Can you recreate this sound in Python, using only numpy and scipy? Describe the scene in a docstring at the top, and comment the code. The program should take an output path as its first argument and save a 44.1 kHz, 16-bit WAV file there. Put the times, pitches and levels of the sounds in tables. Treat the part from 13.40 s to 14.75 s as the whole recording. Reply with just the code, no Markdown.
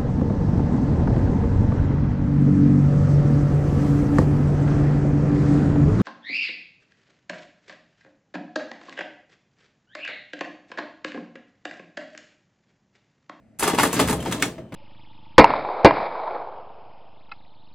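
"""A pawl clatters over its ratchet as the lever of an old mechanical slot machine is pulled.
Each contact clanks the linkage and booms through the cabinet; loose parts ring and metal scrapes.
The reels are kicked into a low rumbling spin, the lever swings back against its stop with a sharp
clack, and two dull knocks follow. The room is small and quiet."""
import sys
import numpy as np
from scipy import signal
from scipy.fft import rfft, irfft, next_fast_len
from scipy.io import wavfile

SR = 44100
rng = np.random.default_rng(int(sys.argv[2]) if len(sys.argv) > 2 else 0)


def store_wav(level_fs):
    """Save 16-bit WAV to argv[1]."""
    pcm = np.round(np.clip(np.atleast_2d(level_fs), -1, 1) * 32767)
    wavfile.write(sys.argv[1], SR, pcm.T.astype(np.int16))


N = 59535

# Contacts in the works. Each row: start in seconds, then boom, clank and tick gains in dB.
RATCHET_CONTACTS = [ (0.1878, -66, -58, -36), (0.1940, -52, -29.5, -23.5), (0.2, -55, -35, -36),
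                    (0.2065, -35, -30, -26.5), (0.2246, -40, -18, -26), (0.2310, -24, -20, -22),
                    (0.2387, -25, -20, -27), (0.2490, -39, -26.5, -34), (0.266, -28, -19.5, -40),
                    (0.2760, -31, -17.5, -21), (0.2777, -33, -18.5, -26.5), (0.2969, -22.5, -20, -30),
                    (0.3320, -18, -25, -44), (0.346, -33, -24, -30.5), (0.3780, -32, -23, -32),
                    (0.385, -23, -12.5, -24), (0.3965, -26, -15, -23.5), (0.407, -19.5, -24, -28),
                    (0.419, -34, -24, -25.5), (0.4309, -21, -19.5, -17), (0.4348, -30, -16.5, -40.5),
                    (0.451, -17.5, -18.5, -27.5), (0.472, -29, -41, -32), (0.5284, -47, -25.5, -21),
                    (0.5390, -20.5, -28.5, -28.5), (0.553, -28, -43.5, -35.5), (0.565, -19, -23.5, -47),
                    (0.5920, -25.5, -16, -25.5), (0.5975, -21, -13, -20.5), (0.6100, -21, -29, -25.5),
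                    (0.641, -33.5, -37, -45), (0.675, -34.5, -24.5, -26.5), (0.6844, -25, -20.5, -28.5),
                    (0.6957, -22.5, -22, -23.5), (0.7090, -25.5, -23.5, -26.5), (0.7270, -31, -23, -26),
                    (0.8037, -51, -58.5, -39.5), (0.825, -32, -38, -39), (0.850, -36, -37, -42),
                    (0.8578, -27, -25.5, -44.5), (0.8720, -23.5, -29.5, -49), (0.879, -37, -41, -40.5),
                    (0.897, -29, -54, -45), (0.9119, -39, -25.5, -33.5), (0.9231, -29, -29.5, -33.5),
                    (0.9440, -25, -31, -42), (0.984, -27, -45, -63), (1.029, -24, -20.5, -52),
                    (1.06, -29.5, -41, -59), (1.3400, -42, -35, -43.5)]
# Loose parts, panels, springs and the pawl ring on. Each row: start in seconds, pitch in Hz, level in dB, T60
# in seconds.
PART_RINGS = [(0.1985, 10370, -23.5, 0.057), (0.2245, 423, -17, 0.085), (0.2290, 318, -24, 0.071),
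              (0.2770, 1215, -21.5, 0.094), (0.2790, 939, -25.5, 0.12), (0.3845, 965, -11, 0.07),
              (0.3930, 966, -14, 0.038), (0.3900, 283.1, -24.5, 0.42), (0.3950, 1503, -22, 0.077),
              (0.3950, 2112, -19.5, 0.11), (0.4330, 1214, -13.5, 0.056), (0.4330, 1494, -12.5, 0.044),
              (0.433, 1708, -13.5, 0.035), (0.4370, 620, -21, 0.044), (0.5920, 616, -17, 0.13),
              (0.6047, 267.3, -8, 0.085), (0.6070, 431, -19.5, 0.11), (0.621, 101, -32, 0.27),
              (0.6200, 68, -30.5, 0.79), (0.6940, 437.7, -18, 0.13), (0.7280, 819, -24.5, 0.075),
              (0.770, 252, -27, 0.12), (0.8029, 3100, -32, 0.035), (0.8570, 900, -25.5, 0.05),
              (1.0250, 2225, -15, 0.053), (1.0300, 289.3, -23.5, 0.22), (1.028, 3040, -60.5, 2),
              (1.1810, 618, -34.5, 0.14), (1.186, 347, -34, 0.18), (1.1820, 2054, -43.5, 0.04),
              (1.325, 176.4, -29, 0.19)]
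# Blows. Each row: start in seconds, gain in dB.
STOP_HITS = [(0.9232, -18), (0.9270, -21), (0.931, -27), (1.0008, -32), (1.0215, -21.5), (1.024, -10),
             (1.0322, -24)]
KNOCK_HITS = [(1.1795, -34.5), (1.3215, -30.5)]
# Envelopes. Each row: time in seconds, level in dB.
SLIDE_ENVELOPE = [(.18, -120), (.2, -46), (.225, -30.5), (.36, -41.5), (.41, -31.5), (.51, -37.5),
                  (.6, -28), (.72, -46), (.79, -45.5), (.87, -42.5), (.95, -43), (1.05, -39), (1.25, -70)]
REEL_ENVELOPE = [(.58, -44), (.64, -35), (.71, -28.5), (.82, -35), (.87, -32), (.95, -38), (1.08, -34),
                 (1.14, -51.5), (1.21, -40.5), (1.28, -49), (1.35, -52)]
# Modes of the struck parts. Each row: frequency in Hz, relative level in dB, T60 in seconds.
CABINET_MODES = [(120.8, -13.5, 0.45), (174.7, -8.5, 0.24), (246.8, -10.5, 0.29), (282, -7, 0.18),
                 (306, -9.5, 0.33), (346, -12.5, 0.31), (437.2, -8.5, 0.19), (628, -12.5, 0.23)]
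LINKAGE_MODES = [(782, -14, 0.13), (856, -12.5, 0.13), (930.5, -9, 0.12), (1102, -6.5, 0.04),
                 (1237, -7, 0.058), (1476, -38, 0.05), (1539, -40, 0.08), (1700, -14, 0.15),
                 (2029, -13.5, 0.11), (2844, -11, 0.047), (2654, -10, 0.039), (3317, -15.5, 0.13)]
PAWL_MODES = [(6360, -9.5, 0.072), (7350, -15, 0.07), (8700, -21, 0.036), (9120, -6.5, 0.059),
              (10700, -15.5, 0.061)]
STOP_MODES = [(1345, -15.5, 0.085), (1700, -17.5, 0.14), (1870, -15, 0.07), (2224, -10, 0.078),
              (2500, -10.5, 0.04)]
# Dense, quickly damped ringing after a blow. Each row: frequency in Hz, relative density in dB.
CABINET_SPECTRUM = [(25, -32), (60, -12), (120, -5), (300, 1), (480, -8.5), (800, -17.5), (2000, -43),
                    (6000, -95.5)]
LINKAGE_SPECTRUM = [(100, -23), (350, 2.5), (600, 0.5), (1000, 1), (1600, -3.5), (2800, -9), (4500, -13),
                    (8000, -17), (16000, -50)]
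PAWL_SPECTRUM = [(400, -2), (1500, -0.5), (3000, -8), (5000, -5.5), (8000, 3.5), (9800, 0.5), (11200, 3.5),
                 (13000, -4), (15800, -9.5)]
STOP_SPECTRUM = [(150, -19.5), (700, -6), (1350, -2.5), (1850, -1.5), (2300, -3.5), (2800, -7),
                 (3400, -1.5), (4600, -12.5), (7500, -7), (11000, -12), (13000, -19), (15800, -17.5)]
KNOCK_SPECTRUM = [(100, -5.5), (250, 4.5), (600, -5), (1000, -8), (2100, -13.5), (3000, -18.5), (4200, -25),
                  (13000, -39)]
# Sustained noises. Each row: frequency in Hz, relative density in dB.
SLIDE_SPECTRUM = [(200, -12), (800, 3), (2500, 1), (5000, -7), (8500, -8), (12000, -24), (16000, -12)]
REEL_SPECTRUM = [(25, -22), (50, -21), (69, -1.5), (85, -2.5), (125, 4.5), (180, 0), (300, -6.5), (600, -8),
                 (1000, -20.5), (3000, -38), (8000, -61), (16000, -69)]
BACKGROUND_SPECTRUM = [(25, -21.5), (95, 1.5), (160, -8), (250, 2.5), (380, -18.5), (620, -8.5),
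                       (1000, -29.5), (2000, -24.5), (3500, -39.5), (8000, -42), (15000, -61)]
# Room decay. Each row: frequency in Hz, T60 in seconds.
ROOM_T60_S = [(100, 0.45), (500, 0.29), (2000, 0.15), (8000, 0.19), (15000, 0.23)]
# Room tail. Each row: frequency in Hz, mid level against the direct sound in dB.
ROOM_TAIL_DB = [(100, -5.5), (500, -4.5), (2000, -7.5), (8000, -4.5), (15000, -9.5)]
# Tail width. Each row: frequency in Hz, side minus mid in dB.
ROOM_WIDTH_DB = [(30, -36), (90, -28), (200, -40.5), (330, -25.5), (550, -9.5), (1000, -3.5), (2000, -9.5),
                 (4000, 4), (8000, -6.5), (12000, 0)]
# Microphone balance. Each row: frequency in Hz, left minus right in dB.
MIC_BALANCE_DB = [(60, 1.5), (92, 1), (140, 0), (210, 0), (330, 0), (500, 1.5), (770, 4.5), (1170, 2),
                  (1790, -0.5), (2740, 0.5), (4190, -0.5), (6410, 1), (9810, -0.5), (15000, 0.5)]
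# Microphone phase. Each row: frequency in Hz, lead of the left in radians.
MIC_LEAD_RAD = [(100, -0.027), (2200, 0.26), (4400, 0.92), (5400, -1.46), (7200, -1.22), (10200, -1.35),
                (15500, -1.64)]


def amp(db):
    """Decibels to gain."""
    return 10 ** (np.asarray(db) / 20)


def unit_rms(x):
    """Scales to rms 1."""
    return x / np.sqrt(np.mean(x ** 2) + 1e-20)


def curve_at(points, hz):
    """Reads (Hz, value) points on a log frequency axis."""
    points_hz, values = np.transpose(points)
    return np.interp(np.log(hz + 1), np.log(points_hz + 1), values)


def envelope(points):
    """Turns (s, dB) points into one gain per sample."""
    return amp(np.interp(np.arange(N) / SR, *np.transpose(points)))


def filtered(x, response):
    """Applies the frequency response given by response(hz)."""
    n = x.shape[-1]
    n_fft = next_fast_len(n + SR // 10)
    return irfft(rfft(x, n_fft) * response(np.fft.rfftfreq(n_fft, 1 / SR)), n_fft)[..., :n]


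def noise(spectrum, size):
    """Coloured noise of rms 1."""
    return unit_rms(filtered(rng.standard_normal(size), lambda hz: amp(curve_at(spectrum, hz))))


def add(track, start_s, sound):
    """Mixes a sound into the track in place."""
    part = track[..., max(0, round(start_s * SR)):][..., :sound.shape[-1]]
    part += sound[..., :part.shape[-1]]


def strike(spectrum, modes, t60_s, modes_db, crack_db, attack_s, detune, crack_t60_s=0.008):
    """One blow: a brief crack, a dense burst and a few modes, which shift a little as the parts move."""
    t = np.arange(SR // 3) / SR
    burst = noise(spectrum, len(t)) * (amp(-60 * t / t60_s) + amp(crack_db - 60 * t / crack_t60_s))
    hz, db, mode_t60_s = np.transpose(modes)[:, :, None]
    pitch_jitter, level_jitter, phase_cycles = rng.standard_normal((3, len(modes), 1))
    tones = np.sin(2 * np.pi * (hz * (1 + detune * pitch_jitter) * t + phase_cycles))
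    ringing = amp(db + 2 * level_jitter - 60 * t / mode_t60_s) * tones
    return (burst + amp(modes_db) * ringing.sum(0)) * (1 - np.exp(-t / attack_s))


def in_room(x):
    """Direct sound plus a fresh stereo tail, narrow in the bass and wide in the treble."""
    hz, t, noise_bins = signal.stft(rng.standard_normal((2, SR // 3)), SR, nperseg=256)
    fade = amp(-60 * t / curve_at(ROOM_T60_S, hz)[:, None]) * (1 - np.exp(-t / 0.00082))
    energy = np.mean(fade ** 2, 1, keepdims=True) * SR / 3
    fade *= amp(curve_at(ROOM_TAIL_DB, hz))[:, None] / np.sqrt(energy)
    mid_side_gain = np.array([np.ones_like(hz), amp(curve_at(ROOM_WIDTH_DB, hz))])[:, :, None]
    mid, side = signal.istft(noise_bins * fade * mid_side_gain, SR, nperseg=256)[1]
    wet = signal.fftconvolve(x[None], np.array([mid + side, mid - side]), axes=1)
    return wet + np.pad(x, (0, wet.shape[1] - len(x)))


def background(centre_db=-57.5, spread_db=-7.5):
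    """Faint low background noise, mostly centred, with a slight stereo spread."""
    centre = noise(BACKGROUND_SPECTRUM, N)
    spread = noise(BACKGROUND_SPECTRUM, (2, N))
    return amp(centre_db) * (centre + amp(spread_db) * spread)


def ratchet():
    """Each contact ticks the pawl, clanks the linkage and booms through the cabinet."""
    out = np.zeros((2, N))
    for start_s, boom_db, clank_db, tick_db in RATCHET_CONTACTS:
        boom = strike(CABINET_SPECTRUM, CABINET_MODES, t60_s=0.089,
                      modes_db=-3, crack_db=-15, attack_s=0.0035, detune=0.005)
        clank = strike(LINKAGE_SPECTRUM, LINKAGE_MODES, t60_s=0.058,
                       modes_db=-1.5, crack_db=-8.5, attack_s=0.0016, detune=0.0151)
        tick = strike(PAWL_SPECTRUM, PAWL_MODES, t60_s=0.062,
                      modes_db=-3, crack_db=-2, attack_s=0.00098, detune=0.018)
        add(out, start_s, in_room(amp(boom_db) * boom + amp(clank_db) * clank + amp(tick_db) * tick))
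    return out


def ringing_parts():
    """Loose parts, panels, springs and the pawl ring out, each at its own slightly wavering pitch."""
    out = np.zeros((2, N))
    t = np.arange(SR // 3) / SR
    for start_s, hz, db, t60_s in PART_RINGS:
        drift_cycles = 0.045 * np.cumsum(rng.standard_normal(len(t))) * np.sqrt(hz / SR)
        tone = np.sin(2 * np.pi * (hz * t + drift_cycles)) * (1 - np.exp(-hz * t))
        add(out, start_s, in_room(amp(db - 60 * t / t60_s) * tone))
    return out


def sliding_metal(slips_per_s=6000):
    """Tiny random slips of metal on metal while the lever moves."""
    slips = (rng.random(N) < slips_per_s / SR) * rng.standard_normal(N)
    scrape = filtered(slips, lambda hz: amp(curve_at(SLIDE_SPECTRUM, hz)))
    return envelope(SLIDE_ENVELOPE) * unit_rms(scrape)


def reels():
    """The released reels rumble in the cabinet."""
    released = np.arange(N) / SR > REEL_ENVELOPE[0][0]
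    return envelope(REEL_ENVELOPE) * noise(REEL_SPECTRUM, N) * released


def lever_stop():
    """The lever rattles home and strikes its stop: hard, bright blows."""
    out = np.zeros((2, N))
    for start_s, db in STOP_HITS:
        clack = strike(STOP_SPECTRUM, STOP_MODES, t60_s=0.025,
                       modes_db=-9.5, crack_db=2.5, attack_s=0.0016, detune=0.0035)
        add(out, start_s, in_room(amp(db) * clack))
    return out


def soft_knocks():
    """Cushioned blows inside the cabinet once the lever is at rest: thuds with little treble."""
    out = np.zeros((2, N))
    for start_s, db in KNOCK_HITS:
        thud = strike(KNOCK_SPECTRUM, CABINET_MODES, t60_s=0.07,
                      modes_db=-5.5, crack_db=-5, attack_s=0.0018, detune=0.012)
        add(out, start_s, in_room(amp(db) * thud))
    return out


def scene():
    """The machine in its room, over faint background noise."""
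    floor = background()
    impacts = ratchet() + ringing_parts() + lever_stop() + soft_knocks()
    motion = in_room(sliding_metal() + reels())[:, :N]
    return floor + impacts + motion


def record(dry):
    """Two close microphones, a little apart in level and phase, with a steep band limit."""
    def response(hz, cutoff_hz=15800):
        split = [0.5, -0.5]  # left, right
        gain = amp(np.outer(split, curve_at(MIC_BALANCE_DB, hz)))
        phase_rad = np.outer(split, curve_at(MIC_LEAD_RAD, hz))
        return gain * np.exp(1j * phase_rad) / np.sqrt(1 + (hz / cutoff_hz) ** 200)
    return filtered(dry, response)


dry = scene()
out = record(dry)
store_wav(out)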